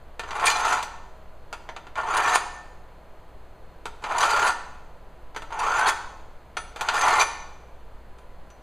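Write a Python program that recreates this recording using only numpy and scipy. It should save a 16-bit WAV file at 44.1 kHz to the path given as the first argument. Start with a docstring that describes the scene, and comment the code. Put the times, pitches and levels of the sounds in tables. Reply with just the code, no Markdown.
"""In a small kitchen, a steel knife is drawn five times through a hand sharpener on a wooden board, dead centre.
The blade knocks at the slot, catches on rough spots and rasps with growing pressure until the tip squeaks out.
Stick-slip noise drives the resonances of holder and board, giving a hollow voice; the free blade rings faintly.
Early reflections and a diffuse tail place it in the room, over house rumble, hiss and appliance hum.
The microphone has a narrow treble dip and a little hiss of its own in each channel."""
import sys
import numpy as np
from scipy import signal
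from scipy.fft import rfft, irfft, next_fast_len
from scipy.io import wavfile

SR = 44100
rng = np.random.default_rng(int(sys.argv[2]) if len(sys.argv) > 2 else 0)


def materialize(psi):
    """Save the field psi as 16-bit PCM at rate SR to the path in sys.argv[1].

    A 1-D psi becomes a single channel; in a 2-D psi each row is a channel.
    """
    bounded = np.clip(np.atleast_2d(psi).T, -1, 1)
    quanta = np.round(bounded * 32767).astype(np.int16)
    wavfile.write(sys.argv[1], SR, quanta)


N = 380141
TIME = np.arange(N) / SR   # s
SIZE = next_fast_len(N + SR)   # transform length, with room for a second of ringing
FREQ = np.maximum(np.arange(SIZE // 2 + 1) * SR / SIZE, 1)   # Hz

# House noise. Each row: frequency in Hz, relative density in dB per Hz.
HOUSE_NOISE = [(10, 7.5), (26, 0.5), (40, -8), (55, -9.5), (80, -15), (150, -19.5), (260, -22.5),
               (420, -19), (650, -18.5), (1000, -22.5), (1500, -27.5), (2500, -35.5), (5000, -44.5),
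               (9000, -51.5), (15000, -53.5)]
HOUSE_NOISE_DB = -42.5
# Appliance hum. Each row: frequency in Hz, mean level in dB (rms).
APPLIANCE_HUM = [(59, -54), (102, -66), (163, -67), (637, -66), (997, -66), (4250, -79)]
# Kitchen decay. Each row: frequency in Hz, time to fall by 60 dB in s.
ROOM_DECAY = [(200, 0.89), (900, 0.89), (2000, 0.68), (5000, 0.88), (12000, 0.39)]
# Resonances of holder, board and clamped blade.
# Each row: frequency in Hz, width in Hz, height over the broad response in dB.
HOLDER_MODES = [(98, 20, 8), (320, 40, -2), (430, 30, 2), (490, 14, -2), (728, 14, 2), (846, 30, 3),
                (910, 20, 0), (1146, 20, -1), (1310, 45, -1), (1398, 45, 4), (1447, 18, 3), (1790, 20, 6),
                (2400, 70, -4), (3531, 60, -6), (4540, 90, -3), (6090, 80, -1), (6930, 60, -1),
                (7900, 110, -4), (9520, 130, -3), (10600, 60, 2)]
# Modes of the free blade. 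Each row: frequency in Hz, relative level in dB, time to fall by 60 dB in s.
FREE_BLADE_MODES = [(1790, 0, .7), (2336, -6, .2), (3531, 0, .6), (6013, 0, .28), (6640, -20, .34),
                    (7827, -16, .3), (9437, -2, .24)]
# The free blade is tapped or let go and sings.
# Each row: start in seconds, level in dB, frequency in Hz that the point of contact favours.
BLADE_PINGS = [(0.74, -42, 1790), (0.828, -41.5, 6013), (1.526, -48, 7000), (1.693, -56, 6013),
               (2.37, -35, 1790), (4.48, -44, 1790), (5.363, -46.5, 6013), (6.57, -28.5, 7200),
               (7.215, -42, 3531), (7.22, -42, 1790), (7.223, -36, 9437), (8.180, -67, 9437),
               (8.503, -54, 6013)]
# The blade knocks against the slot.
# Each row: start in seconds, strength in dB, treble relative to the middle in dB, bass likewise in dB.
SLOT_KNOCKS = [(0.195, -9.5, -3, -4.5), (0.236, -26, -13, 8), (0.308, -12, -24, -2.5),
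               (0.397, -10.5, -2, -15), (0.828, -18.5, 14.5, 2.5), (1.528, -14.5, 1.5, 0.5),
               (1.69, -23.5, -18, 7), (1.764, -17.5, -9, -1.5), (1.869, -30, -10, 5),
               (1.956, -20, -15, 1.5), (3.856, -15, 5, 1.5), (4.04, -11.5, -24, -0.5),
               (5.348, -26.5, -10, 1.5), (5.363, -14, 2, 2.5), (5.421, -25.5, 6, 8), (5.525, -23, -5, 4),
               (6.569, -6.5, -16, -4), (6.761, -17.5, 3, 0.5), (6.81, -7.5, 5.5, -7),
               (6.887, 3, -19, -14.5), (8.186, -37, 5, -10), (8.503, -35, 5, -9)]
# Colours of knock, drag and bite. Each row: frequency in Hz, relative density in dB per Hz.
KNOCK_COLOUR = [(100, -19), (300, -3.5), (550, 2.5), (900, 7), (1400, 4.5), (1900, 0), (2600, 1),
                (4200, -6), (6500, -9.5), (9000, -17.5), (12000, -27.5), (15000, -30.5)]
DRAG_COLOUR = [(80, -29.5), (170, -23), (250, -23), (400, -13.5), (620, -6.5), (850, 1.5), (1050, 3.5),
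               (1450, -5.5), (1700, -8.5), (2100, -10.5), (3000, -14.5), (5000, -38.5), (14000, -57.5)]
BITE_COLOUR = [(800, -8.5), (1800, 2.5), (2700, -1), (4000, -1.5), (5000, 1), (6500, 0), (8000, -6),
               (10000, -13.5), (12000, -17.5), (15000, -27)]
# Bending modes of the clamped blade. Each row: frequency in Hz, relative level in dB.
BENDING_MODES = [(2480, 1), (3000, -5.5), (3450, -5), (3950, 1.5), (4560, -3.5), (6200, 1.5), (7000, -4),
                 (7850, -13.5), (8800, -6), (9600, -8), (10600, -9.5)]
# Rough spots where the edge digs in. Each row: start in seconds, length in s, bite in dB, drag in dB.
ROUGH_SPOTS = [(0.352, 0.017, -41.5, -27), (0.426, 0.027, -54, -24.5), (0.455, 0.042, -23, -46),
               (0.497, 0.027, -27.5, -40), (0.555, 0.027, -33, -29), (0.696, 0.037, -42, -22.5),
               (1.962, 0.081, -49.5, -30), (2.166, 0.017, -27, -36), (4.099, .04, -46, -28),
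               (4.181, 0.0096, -26.5, -34), (4.195, 0.076, -30.5, -35), (4.291, 0.031, -28.5, -25),
               (4.415, 0.034, -45, -23), (5.59, 0.017, -35, -38), (5.822, 0.015, -48, -26),
               (6.935, 0.068, -31.5, -26.5), (7.009, 0.014, -25, -29)]
# The pulls. Each row: start in seconds, time to the tip in s, press-in in s, let-go in s, drag in dB,
# bite in dB, squeak of the tip in dB, top slip rate in Hz, chatter relative to drag in dB.
KNIFE_PULLS = [(0.25, 0.48, 0.19, .07, -27.5, -38, -36, 1351, -4),
               (1.955, 0.4, .19, .025, -25, -37, -30.5, 1800, -1),
               (4.015, .46, 0.18, .04, -25.5, -35.5, -33, 1420, -1),
               (5.495, .388, 0.16, .03, -25.5, -38, -26.5, 1543, 1.5),
               (6.77, 0.44, 0.26, .025, -24, -35, -25.5, 2120, -4.5)]

ENTRY_DB, SWELL_DB = -13.5, 4   # pressure at first touch; its growth from heel to tip
TOUCH_S, BITE_LOW_HZ = 0.029, 490   # settling into the slot; shaving is too fine to shake the holder below this
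SPEED_UP_AT, SPEED_UP_OVER = .45, .09   # where and how gradually the hand gathers speed, as shares of the edge
# slip rate and relative bite of a slow edge; chatter lost at full speed
SLOW_SLIP_HZ, SLOW_BITE_DB, CHATTER_FADE_DB = 826.3, -5.5, 7
TIP_S, TIP_DRAG_DB, TIP_BITE_DB = 0.017, -5.5, -3.5   # half-length of the squeak; drag and bite relative to it
NICK_RISE = .2   # share of a rough spot's length in which it builds up
CUTOFF_HZ = 15400   # top of the microphone channel


def from_db(db):
    """Decibels to gain."""
    return 10 ** (np.asarray(db) / 20)


def rms_one(x):
    """Scale to rms 1."""
    return x / np.sqrt(np.mean(x ** 2) + 1e-20)


def at_hz(points, hz):
    """Read a table on a log-frequency axis."""
    points = np.array(points)
    return np.interp(np.log(hz), np.log(points[:, 0]), points[:, 1])


def colour(x, spectrum):
    """Causal (minimum-phase) filter with the given spectrum and unit power gain."""
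    gain = rms_one(from_db(at_hz(spectrum, FREQ)))
    cepstrum = irfft(np.log(gain), SIZE)
    # folding the cepstrum onto positive times makes the filter causal
    cepstrum[1:SIZE // 2] *= 2
    cepstrum[SIZE // 2 + 1:] = 0
    return irfft(rfft(x, SIZE) * np.exp(rfft(cepstrum)), SIZE)[:N]


def drift(rate):
    """Smooth random wander of rms 1 that changes about rate times a second."""
    pole = np.exp(-2 * np.pi * rate / SR)
    wander = signal.lfilter([1], [1, -2 * pole, pole * pole], rng.standard_normal(N + SR))
    return rms_one(wander[SR:])   # the first second only settles the filter


def split(x, hz):
    """The parts of x below and above hz, which sum to x."""
    low = signal.sosfilt(signal.butter(1, hz, fs=SR, output="sos"), x)
    return low, x - low


def narrow_noise(hz, width_hz):
    """An unsteady vibration around a frequency that may move."""
    phase = 2 * np.pi * np.cumsum(hz) / SR
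    return drift(width_hz) * np.cos(phase) + drift(width_hz) * np.sin(phase)


def ambience(side_db):
    """Rumble and hiss of the house with an appliance hum, almost the same on both sides."""
    mid = colour(rng.standard_normal(N), HOUSE_NOISE)
    side = colour(rng.standard_normal(N), HOUSE_NOISE)
    hum = np.zeros(N)
    for hz, level_db in APPLIANCE_HUM:
        level = from_db(level_db + 0.86 * drift(1.1))
        hum += level * np.sqrt(2) * np.sin(2 * np.pi * hz * TIME + drift(0.94))
    opposed = from_db(side_db) * side * np.array([[1], [-1]])
    return hum + from_db(HOUSE_NOISE_DB) * (mid + opposed)


def kitchen(x, early_db, early_s, tail_db):
    """Quick reflections from the counter and jars, then a diffuse tail that dies by band."""
    age = TIME[:SR]
    early = rng.standard_normal(SR) * np.exp(-age / early_s) * (age > .0015)
    white, tail = rfft(rng.standard_normal(SR)), np.zeros(SR)
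    bin_hz = np.arange(len(white)) + 1
    centres = np.geomspace(200, 12800, 7)   # octave bands, Hz
    for hz, share in zip(centres, np.eye(len(centres))):
        band = np.interp(np.log(bin_hz), np.log(centres), share)
        tail += irfft(white * band, SR) * from_db(-60 * age / at_hz(ROOM_DECAY, hz))
    tail *= np.clip(age / 0.005, 0, 1)
    early = from_db(early_db) * early / np.linalg.norm(early)
    tail = from_db(tail_db) * tail / np.linalg.norm(tail)
    return x + signal.fftconvolve(x, early + tail)[:N]


def body(force):
    """Holder, board and blade ring at their resonances on top of the broad response."""
    response = 1
    for hz, width, height_db in HOLDER_MODES:
        response = response + from_db(height_db) / (1 + 1j * (FREQ ** 2 - hz ** 2) / (FREQ * width))
    return irfft(rfft(force, SIZE) * response, SIZE)[:N]


def pings(focus_db):
    """Undamped by the slot, the blade rings in thin modes, weaker by focus_db per octave off the favoured one."""
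    out, age = np.zeros(N), TIME[:SR * 3 // 4]
    for start, level_db, favoured_hz in BLADE_PINGS:
        at = round(start * SR)
        for hz, mode_db, t60 in FREE_BLADE_MODES:
            start_db = level_db + mode_db - focus_db * abs(np.log2(hz / favoured_hz))
            ring = from_db(start_db - 60 * age / t60) * np.sin(2 * np.pi * hz * age)
            out[at:at + len(age)] += ring[:N - at]
    return out


def knocks(rattle, rattle_s):
    """Each contact is a hard click followed by a short, decaying rattle in the slot."""
    force, age = np.zeros(N), TIME[:SR // 16]
    for start, strength_db, treble_db, bass_db in SLOT_KNOCKS:
        bounces = rng.standard_normal(len(age)) * np.exp(-age / rattle_s)
        hit = rattle * bounces / np.linalg.norm(bounces)
        hit[0] += 1   # the click
        low, rest = split(hit, 2600)
        middle, high = split(rest, 4800)
        hit = from_db(bass_db) * low + middle + from_db(treble_db) * high
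        at = round(start * SR)
        force[at:at + len(age)] += (from_db(strength_db) * hit)[:N - at]
    return colour(force, KNOCK_COLOUR)


def nicks():
    """Extra drag and bite as gains: a rough spot grabs quickly and frees the edge gradually."""
    drag, bite = np.zeros((2, N))
    peak_at = np.clip(NICK_RISE, .01, .9)
    for start, length, bite_db, drag_db in ROUGH_SPOTS:
        grab = np.sqrt(np.interp((TIME - start) / length, [0, peak_at, 1], [0, 1, 0]))
        drag += grab * from_db(drag_db)
        bite += grab * from_db(bite_db)
    return drag, bite


def pull_controls():
    """Each pull presses in, gathers speed and lets go at the tip: four gains, travel 0-1 and slip rate in Hz."""
    drag, bite, sing, chatter, travel, slip_hz = np.zeros((6, N))
    for start, length, press_s, let_go_s, drag_db, bite_db, tip_db, top_hz, chatter_db in KNIFE_PULLS:
        age = TIME - start
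        along = np.clip(age / length, 0, 1)   # heel 0, tip 1
        pressed = np.clip(age / press_s, 0, 1)
        settling = np.clip(age / TOUCH_S + .5, 0, 1) ** 2
        letting_go = np.exp(-np.clip((age - length) / let_go_s, 0, 10) ** 2)
        touching = settling * letting_go
        pressure = touching * from_db(ENTRY_DB * (1 - pressed) + SWELL_DB * (along - 1))
        speed = 1 / (1 + np.exp((SPEED_UP_AT - along) / SPEED_UP_OVER))
        tip = from_db(tip_db) * np.exp(-np.minimum(abs(age - length) / TIP_S, 10) ** 2)
        shaving = pressure * from_db(bite_db + SLOW_BITE_DB * (1 - speed))
        drag += pressure * from_db(drag_db) + tip * from_db(TIP_DRAG_DB)
        bite += shaving + tip * from_db(TIP_BITE_DB)
        sing += shaving + tip
        chatter += pressure * pressed * from_db(drag_db + chatter_db - CHATTER_FADE_DB * speed)
        in_slot = touching > 1e-4
        travel += in_slot * along
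        slip_hz += in_slot * speed * (top_hz - SLOW_SLIP_HZ)
    return drag, bite, sing, chatter, travel, SLOW_SLIP_HZ + slip_hz


def slips(per_s, spread_db, smooth):
    """Tiny stick-slip releases of uneven size over a smooth rub; rms 1."""
    sizes = from_db(spread_db * np.minimum(rng.exponential(1, N), 4)) * rng.choice([-1, 1], N)
    releases = rms_one(sizes * (rng.random(N) < per_s / SR))
    return rms_one(releases + smooth * rng.standard_normal(N))


def squeal(travel, width_hz, swing, flare_db):
    """Friction feeds the bending modes; each swings in pitch as the clamp passes its nodes, and flares briefly."""
    out = np.zeros(N)
    for hz, level_db in BENDING_MODES:
        nodes = np.sqrt(hz / 1000)   # bending waves shorten with the root of frequency
        bend = swing * (np.sin(2 * np.pi * nodes * travel + drift(0.94)) + .5 * drift(12))
        flare = from_db(level_db + flare_db * np.tanh(drift(23) - .6))
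        out += flare * narrow_noise(hz * (1 + bend), width_hz)
    return rms_one(out)


def rasp(squeal_db, judder_db, grit_db, brighten_db):
    """Coarse slips shake the holder, fine ones shave the steel, the blade squeals; all follow the hand's judder.

    Chatter at the slip rate is added without the judder."""
    drag, bite, sing, chatter, travel, slip_hz = pull_controls()
    nick_drag, nick_bite = nicks()
    drag, bite, sing = np.hypot(drag, nick_drag), np.hypot(bite, nick_bite), np.hypot(sing, nick_bite)
    judder = from_db(judder_db * drift(45))
    grit = rms_one(from_db(grit_db * np.tanh(drift(69))))   # burrs on the edge bunch the fine slips

    rubbing = judder * drag * slips(per_s=1800, spread_db=0.5, smooth=0.52)
    low, high = split(rubbing, 1300)
    tilt = from_db(brighten_db * (travel - .5))   # slips sharpen from heel to tip
    coarse = colour(low / tilt + high * tilt, DRAG_COLOUR)

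    shaving = judder * grit * bite * slips(per_s=2200, spread_db=1.0, smooth=0.19)
    fine = colour(shaving, BITE_COLOUR)
    fine = signal.sosfilt(signal.butter(2, BITE_LOW_HZ, "high", fs=SR, output="sos"), fine)

    singing = judder * sing * squeal(travel, width_hz=74, swing=.04, flare_db=11.5)
    chattering = chatter * narrow_noise(slip_hz, width_hz=91)
    return coarse + fine + from_db(squeal_db) * singing + chattering


def scene():
    """The sharpener stands straight ahead in the kitchen, with the house noise around it."""
    force = rasp(squeal_db=-2.0, judder_db=2.0, grit_db=4.5, brighten_db=3.0)
    force = force + knocks(rattle=2.37, rattle_s=0.012)
    sharpening = body(force) + pings(focus_db=32.0)
    in_room = kitchen(sharpening, early_db=-11.0, early_s=0.02, tail_db=-10.5)
    return in_room + ambience(side_db=-24.5)


def record(dry):
    """The microphone has a narrow dip in the treble, each channel adds a faint hiss, and the top is cut."""
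    dipped = signal.lfilter(*signal.iirnotch(5480, 7.0, fs=SR), dry)
    hissing = dipped + from_db(-80) * rng.standard_normal((2, N))
    return signal.sosfilt(signal.ellip(12, .1, 80, CUTOFF_HZ, fs=SR, output="sos"), hissing)


dry = scene()
out = record(dry)
materialize(out)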